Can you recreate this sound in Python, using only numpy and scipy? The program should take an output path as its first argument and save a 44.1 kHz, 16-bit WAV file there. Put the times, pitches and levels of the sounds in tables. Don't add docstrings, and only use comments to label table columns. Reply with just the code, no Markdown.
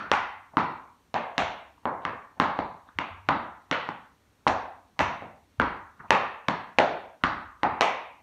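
import sys
import numpy as np
from scipy import signal
from scipy.fft import rfft, irfft, next_fast_len
from scipy.io import wavfile
from scipy.ndimage import uniform_filter1d

SR = 44100
rng = np.random.default_rng(int(sys.argv[2]) if len(sys.argv) > 2 else 0)


def field_ratio(decibels):
    return 10 ** (np.asarray(decibels, dtype=float) / 20)


def unload_wav(signal):
    wavfile.write(
        sys.argv[1],
        SR,
        np.round(np.clip(np.atleast_2d(signal).T, -1, 1) * 32767).astype(np.int16),
    )


N = 362502
LEAD = SR // 4

# start_s, peak_db, knock_hz, clack_db, click_db
BLOWS = [(0.116, -7, 1017, -9.5, -16), (0.5699, -6.5, 1136, -14.5, -32), (1.142, -18, 767, -15, -15.5),
         (1.3802, -16.5, 833, -3, -5), (1.8548, -13.5, 933, -15.5, -40), (2.0513, -14.5, 1170, -7.5, -24),
         (2.3998, -5.5, 1065, -12.5, -23), (2.5896, -13.5, 806, -14, -31.5),
         (2.9872, -17.5, 1010, -1, -18.5), (3.2879, -10.5, 1350, -11, -19), (3.7127, -15.5, 1310, -5, -12),
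         (3.889, -17, 916, -14, -27), (4.4674, -5.5, 946, -22, -41), (4.992, -17.5, 928, -4.5, -9),
         (5.2218, -28.5, 720, -20, -60), (5.5989, -7, 1494, -14, -32.5), (6.1064, -4.5, 843, -3.5, -13),
         (6.4852, -10.5, 1050, -11, -17.5), (6.786, -6, 800, -7.5, -23.5), (7.2375, -8.5, 1426, -5, -23.5),
         (7.6328, -11, 904, -9, -25), (7.8095, -8, 840, -8, -10.5)]
# force_db, body_weight_db, sole_hollow_db, steel_share_db, plate_ring_db
STANCES = [(-3, -7, 0.5, 3.5, 4), (-5, 5, -3.5, -4, 3), (-8, -3, -3, 0, 7), (-6, 0, 2, 6.5, 2),
           (-9.5, -1.5, -2, -15.5, -1), (-13, -2.5, -1, -2, 2.5), (-4, 5, 4, -0.5, 2.5),
           (-13, 1, -4.5, -2, -4), (-13, -1, 4.5, 5, 1.5), (-7, 4, -0.5, -3, -12), (-8, 1.5, 2, 6.5, -5.5),
           (-19, -2.5, -3, -0.5, 1), (-4, 1, 8, -0.5, 6), (-5.5, -1, 1, 7.5, 4), (-24.5, -7, 1.5, -5, -6),
           (-5.5, 3, -7.5, -8, 5), (-0.5, -0.5, -6, 3.5, 2), (-9.5, 3.5, 1, 3.5, -1), (-2.5, 1.5, 9, 7, -2),
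           (-7, 3.5, -2, 0, 0.5), (-5, 1.5, -8, -10.5, 2), (-2.5, -9, 1.5, 5, 8)]
# start_s, peak_db, thud_db, clack_db, click_db
LATE_LANDINGS = [(1.867, -31, -20, -25, -32), (3.291, -11, -30, -11, -28.5),
                 (3.7268, -36.5, -25, 14, -11.5), (4.4755, -24.5, -14.5, 4.5, -8),
                 (4.4805, -22.5, -1.5, -5.5, -3), (5.0063, -20, -2.5, -3, -27),
                 (5.617, -32, -20.5, 1.5, -7.5), (6.4839, -23, -4.5, -1, -6),
                 (6.7895, -18.5, -21, 3.5, -9.5), (6.8018, -11.5, -32, -8.5, -22.5),
                 (7.244, -23, -27, -2, -22), (7.638, -38, -17, -3.5, -6), (7.8176, -16.5, -29, -24, -10)]
# echo_db, peak_db, knock_hz, thud_db, clack_db, click_db
EARLIER_BLOW = (-30, -18, 1397, -15, -9.5, -22)
# pitch_hz, level_db, t60_s
PLATE_MODES = [(2903, 2.5, 0.0026), (3660, -1, 0.0042), (5100, -11, 0.0098), (5640, -21, 0.0034),
               (7600, -30, 0.00094), (9020, -34, 0.0018), (12100, -32, .002)]
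# start_s, length_s, level_db, centre_hz
SCUFF_STROKES = [(0.535, 0.0098, -47.5, 684), (1.777, 0.01, -58.5, 920), (1.828, 0.017, -63, 885),
                 (2.018, 0.006, -59, 3200), (2.362, 0.027, -57, 750), (2.87, 0.039, -71, 3580),
                 (2.886, 0.011, -53.5, 1350), (3.687, 0.027, -66, 900), (4.421, 0.0099, -69.5, 1200),
                 (4.957, 0.025, -64.5, 895), (5.564, 0.03, -76.5, 900), (5.852, 0.017, -63, 1120),
                 (5.992, 0.03, -49, 1355), (6.03, 0.043, -51.5, 1034), (6.075, 0.019, -67, 2540),
                 (7.2, 0.033, -65.5, 1190), (7.606, 0.066, -61, 1200)]
# pitch_hz, t60_s
ROOM_DECAY = [(60, .7), (160, 0.55), (400, 0.56), (700, 0.61), (1100, 0.62), (2000, 0.64), (3800, 0.64),
              (6200, 0.5), (8500, 0.32), (14000, .3)]
# pitch_hz, level_db
ROOM_COLOUR = [(60, -19.5), (160, -6.5), (400, -11.5), (700, -6.5), (1100, -7), (2000, -9), (3200, -10),
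               (4500, -10), (6200, -10.5), (8500, -10), (14000, -11.5)]
# start_s, boom_db
WEIGHT_LANDINGS = [(-.05, -52), (.11, -46), (.6, -46.5), (1.141, -67), (1.38, -40.5), (1.85, -54),
                   (2.04, -49), (2.399, -46), (2.58, -50), (2.95, -50), (3.1, -44.5), (3.27, -45),
                   (3.7, -62.5), (4.25, -68), (4.46, -35.5), (4.99, -36), (5.22, -58), (5.582, -33.5),
                   (6.091, -50), (6.47, -60), (6.77, -47), (7.23, -36.5), (7.45, -60), (7.63, -45.5),
                   (8.06, -68)]
# centre_hz, half_width_hz, level_db
SLAB_MODES = [(40, 14, -10), (68.6, 12, -2.5), (96.4, 4.9, 0)]
# pitch_hz, density_db (per Hz)
HUSH_COLOUR = [(65, -32), (110, -1), (283, 3.5), (334, -2.5), (370, -2), (606, -6.5), (1150, -7.5),
               (2950, -14.5), (4550, -16), (5590, -16.5), (6070, -18), (14600, -26.5), (15700, -34.5)]
# dip_hz, width_hz, depth_db
PORT_DIPS = [(4990, 900, -6), (7470, 900, -2.5), (10500, 1100, -4.5)]


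def unit(x):
    return x / np.sqrt(np.mean(x ** 2) + 1e-20)


def along(hz, value, at):
    return np.interp(np.log(at + 1), np.log(np.asarray(hz) + 1), value)


def ring(t, hz, t60, attack):
    return -np.sin(2 * np.pi * hz * t) * field_ratio(-60 * t / t60) * (1 - np.exp(-t / attack)) ** 2


def add(track, s, sound):
    part = track[LEAD + round(s * SR):][:len(sound)]
    part += sound[:len(part)]


def tap(db, knock_hz, thud_db, clack_db, click_db):
    t = np.arange(SR // 16) / SR
    chance = rng.standard_normal(16)
    knock = ring(t, knock_hz, 0.0079, 0.00029)
    knock += field_ratio(-2.0 + 2 * chance[1]) * ring(t, 571, 0.0067, 0.00064)
    clack = ring(t, 2050 * field_ratio(0.58 * chance[0]), 0.0037, 0.00046)
    clack += field_ratio(-4.5) * ring(t, 2672, 0.0026, 0.00026)
    thud = ring(t, 285 * field_ratio(chance[2] / 2), 0.033, 0.00067)
    thud += field_ratio(-4.5) * ring(t, 187, 0.033, 0.0027)
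    click = np.zeros(len(t))
    for (hz, level_db, t60), c in zip(PLATE_MODES, chance[3:]):
        click += field_ratio(level_db + 0.5 * c) * ring(t, hz * field_ratio(c / 2), t60, 0.0001)
    steel = field_ratio(clack_db + 13.5) * clack + field_ratio(click_db + 5.0) * click
    return field_ratio(db + 8.5) * (knock + field_ratio(thud_db - 2.5) * thud + steel)


def blows():
    track = np.zeros(N + LEAD)
    add(track, -0.09, answer(tap(*EARLIER_BLOW[1:]), EARLIER_BLOW[0]))
    for blow, stance in zip(BLOWS, STANCES):
        s, peak_db, knock_hz, clack_db, click_db = blow
        force_db, weight_db, hollow_db, steel_db, ring_db = stance
        thud_db = -25.5 + 1.8 * weight_db - peak_db
        add(track, s, tap(peak_db, knock_hz, thud_db, clack_db, click_db))
        boom_db = -8 + 0.74 * weight_db - force_db
        edge_db = -14.5 + 0.85 * steel_db
        sheen_db = -33 + 1.4 * steel_db + ring_db
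        whole_shoe = tap(0, knock_hz, -15, -8, -20)
        add(track, s, answer(whole_shoe, force_db - 21.5, boom_db, hollow_db, edge_db, sheen_db))
    return track[LEAD:]


def bounces():
    track = np.zeros(N + LEAD)
    for s, db, *parts_db in LATE_LANDINGS:
        blow_hz = [row[2] for row in BLOWS if row[0] < s + 0.004][-1]
        sound = tap(db, 0.64 * blow_hz, *parts_db)
        add(track, s, sound)
        add(track, s, answer(sound, db - 19))
    return track[LEAD:]


def scuffs():
    track = np.zeros(N + LEAD)
    size = SR // 8
    t = np.arange(SR // 40) / SR
    for s, length, db, centre_hz in SCUFF_STROKES:
        grit = rng.standard_normal(size) * field_ratio(2 * rng.standard_normal(size))
        stroke = np.sin(np.pi * np.clip(np.arange(size) / SR / length, 0, 1)) ** 0.91
        shoe = ring(t, centre_hz, 0.0042, 0.0003) + field_ratio(-11.5) * ring(t, 260, 0.0074, 0.00033)
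        drag = unit(signal.fftconvolve(grit, shoe)[:size])
        add(track, s, field_ratio(db + 6.0) * stroke * drag)
        add(track, s + length / 2, answer(shoe, db - 8))
    return track[LEAD:]


def answer(sound, db, boom_db=0, body_db=0, edge_db=-10, sheen_db=-24):
    noise = rng.standard_normal(SR * 3 // 4)
    hz, t, z = signal.stft(noise, SR, nperseg=512, noverlap=384)
    fine = np.fft.rfftfreq(2048, 1 / SR)
    blur = np.exp(-0.5 * (np.log((fine + 60) / (hz[:, None] + 60)) / 0.14) ** 2)
    colour = np.sqrt(blur @ np.abs(rfft(sound, 2048)) ** 2 / blur.sum(axis=1))
    colour *= field_ratio(along(*np.transpose(ROOM_COLOUR), hz))
    tilt_hz = [200, 440, 630, 900, 3000, 4800, 6000, 12000]
    tilt_db = [boom_db, 0.13 * body_db, body_db, 0,
               edge_db + 8.0, edge_db + 9, sheen_db + 24.5, sheen_db + 25]
    colour *= field_ratio(along(tilt_hz, tilt_db, hz))
    colour *= field_ratio(1.8 * unit(uniform_filter1d(rng.standard_normal(len(hz)), size=2)))
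    fade = field_ratio(-60 * t / along(*np.transpose(ROOM_DECAY), hz)[:, None])
    tail = signal.istft(z * colour[:, None] * fade, SR, nperseg=512, noverlap=384)[1]
    age = np.arange(len(tail)) / SR
    slaps = sum(0.45 * np.exp(-((age - s) / 0.001) ** 2) for s in rng.uniform(0.01, 0.045, size=5))
    build = 1 - np.exp(-(age / 0.0055) ** 1.5)
    tail *= build * (1 + slaps)
    return field_ratio(db) * tail / np.sqrt(np.mean(tail[SR // 50:SR // 10] ** 2))


def suppressed(x, knee_db, depth):
    hz, t, z = signal.stft(x, SR, nperseg=512)
    power = uniform_filter1d(np.abs(z) ** 2, size=5, axis=0)
    power = np.abs(uniform_filter1d(power, size=7, axis=1))
    expected_db = along([100, 1000, 4000, 12000], [3, 0, -11, -19], hz)
    knee = field_ratio(2 * (knee_db + expected_db))[:, None]
    gain = (power / (power + knee) + 1e-9) ** depth
    return signal.istft(z * gain, SR, nperseg=512)[1][:N]


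def drone():
    m = next_fast_len(N)
    hz = np.fft.rfftfreq(m, 1 / SR)
    slab = np.zeros(len(hz))
    for centre_hz, half_width_hz, db in SLAB_MODES:
        slab += field_ratio(db) / (1 + ((hz - centre_hz) / half_width_hz) ** 2)
    traffic_db, slab_t60, sink_s = -69, 0.55, 0.01
    load = np.full(N + LEAD, field_ratio(traffic_db))
    t = np.arange(SR) / SR
    for s, db in WEIGHT_LANDINGS:
        add(load, s, field_ratio(db + 1 - 60 * t / slab_t60) * (1 - np.exp(-(t / sink_s) ** 2)))
    rumble = unit(irfft(rfft(rng.standard_normal(m)) * slab, m)[:N])
    return load[LEAD:] * rumble


def hush():
    hz, t, z = signal.stft(rng.standard_normal(N + SR), SR, nperseg=4096)
    patches_db = unit(uniform_filter1d(rng.standard_normal(z.shape), size=20, axis=0))
    colour_db = along(*np.transpose(HUSH_COLOUR), hz)[:, None]
    hiss = signal.istft(z * field_ratio(colour_db + patches_db), SR, nperseg=4096)[1][:N]
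    return field_ratio(-66) * unit(hiss)


def scene():
    dancer = blows() + bounces() + scuffs()
    return (suppressed(dancer, knee_db=-73.5, depth=1.3) + drone() + hush())[None]


def roll_off(x):
    return signal.sosfilt(signal.butter(12, 15720, fs=SR, output="sos"), x)


def record(dry):
    m = next_fast_len(N + SR)
    hz = np.fft.rfftfreq(m, 1 / SR)
    response = (1j * hz / (1j * hz + 45)) ** 2 * (hz < 15720)
    for dip_hz, width_hz, db in PORT_DIPS:
        detune = dip_hz ** 2 - hz ** 2
        damping = 1j * hz * width_hz
        response *= (detune + damping * field_ratio(db)) / (detune + damping)
    heard = irfft(rfft(dry, m) * response, m)[:, :N]
    bent = heard / (1 + np.abs(heard / 0.95) ** 4) ** (1 / 4)
    return roll_off(bent)


dry = scene()
out = record(dry)
unload_wav(out)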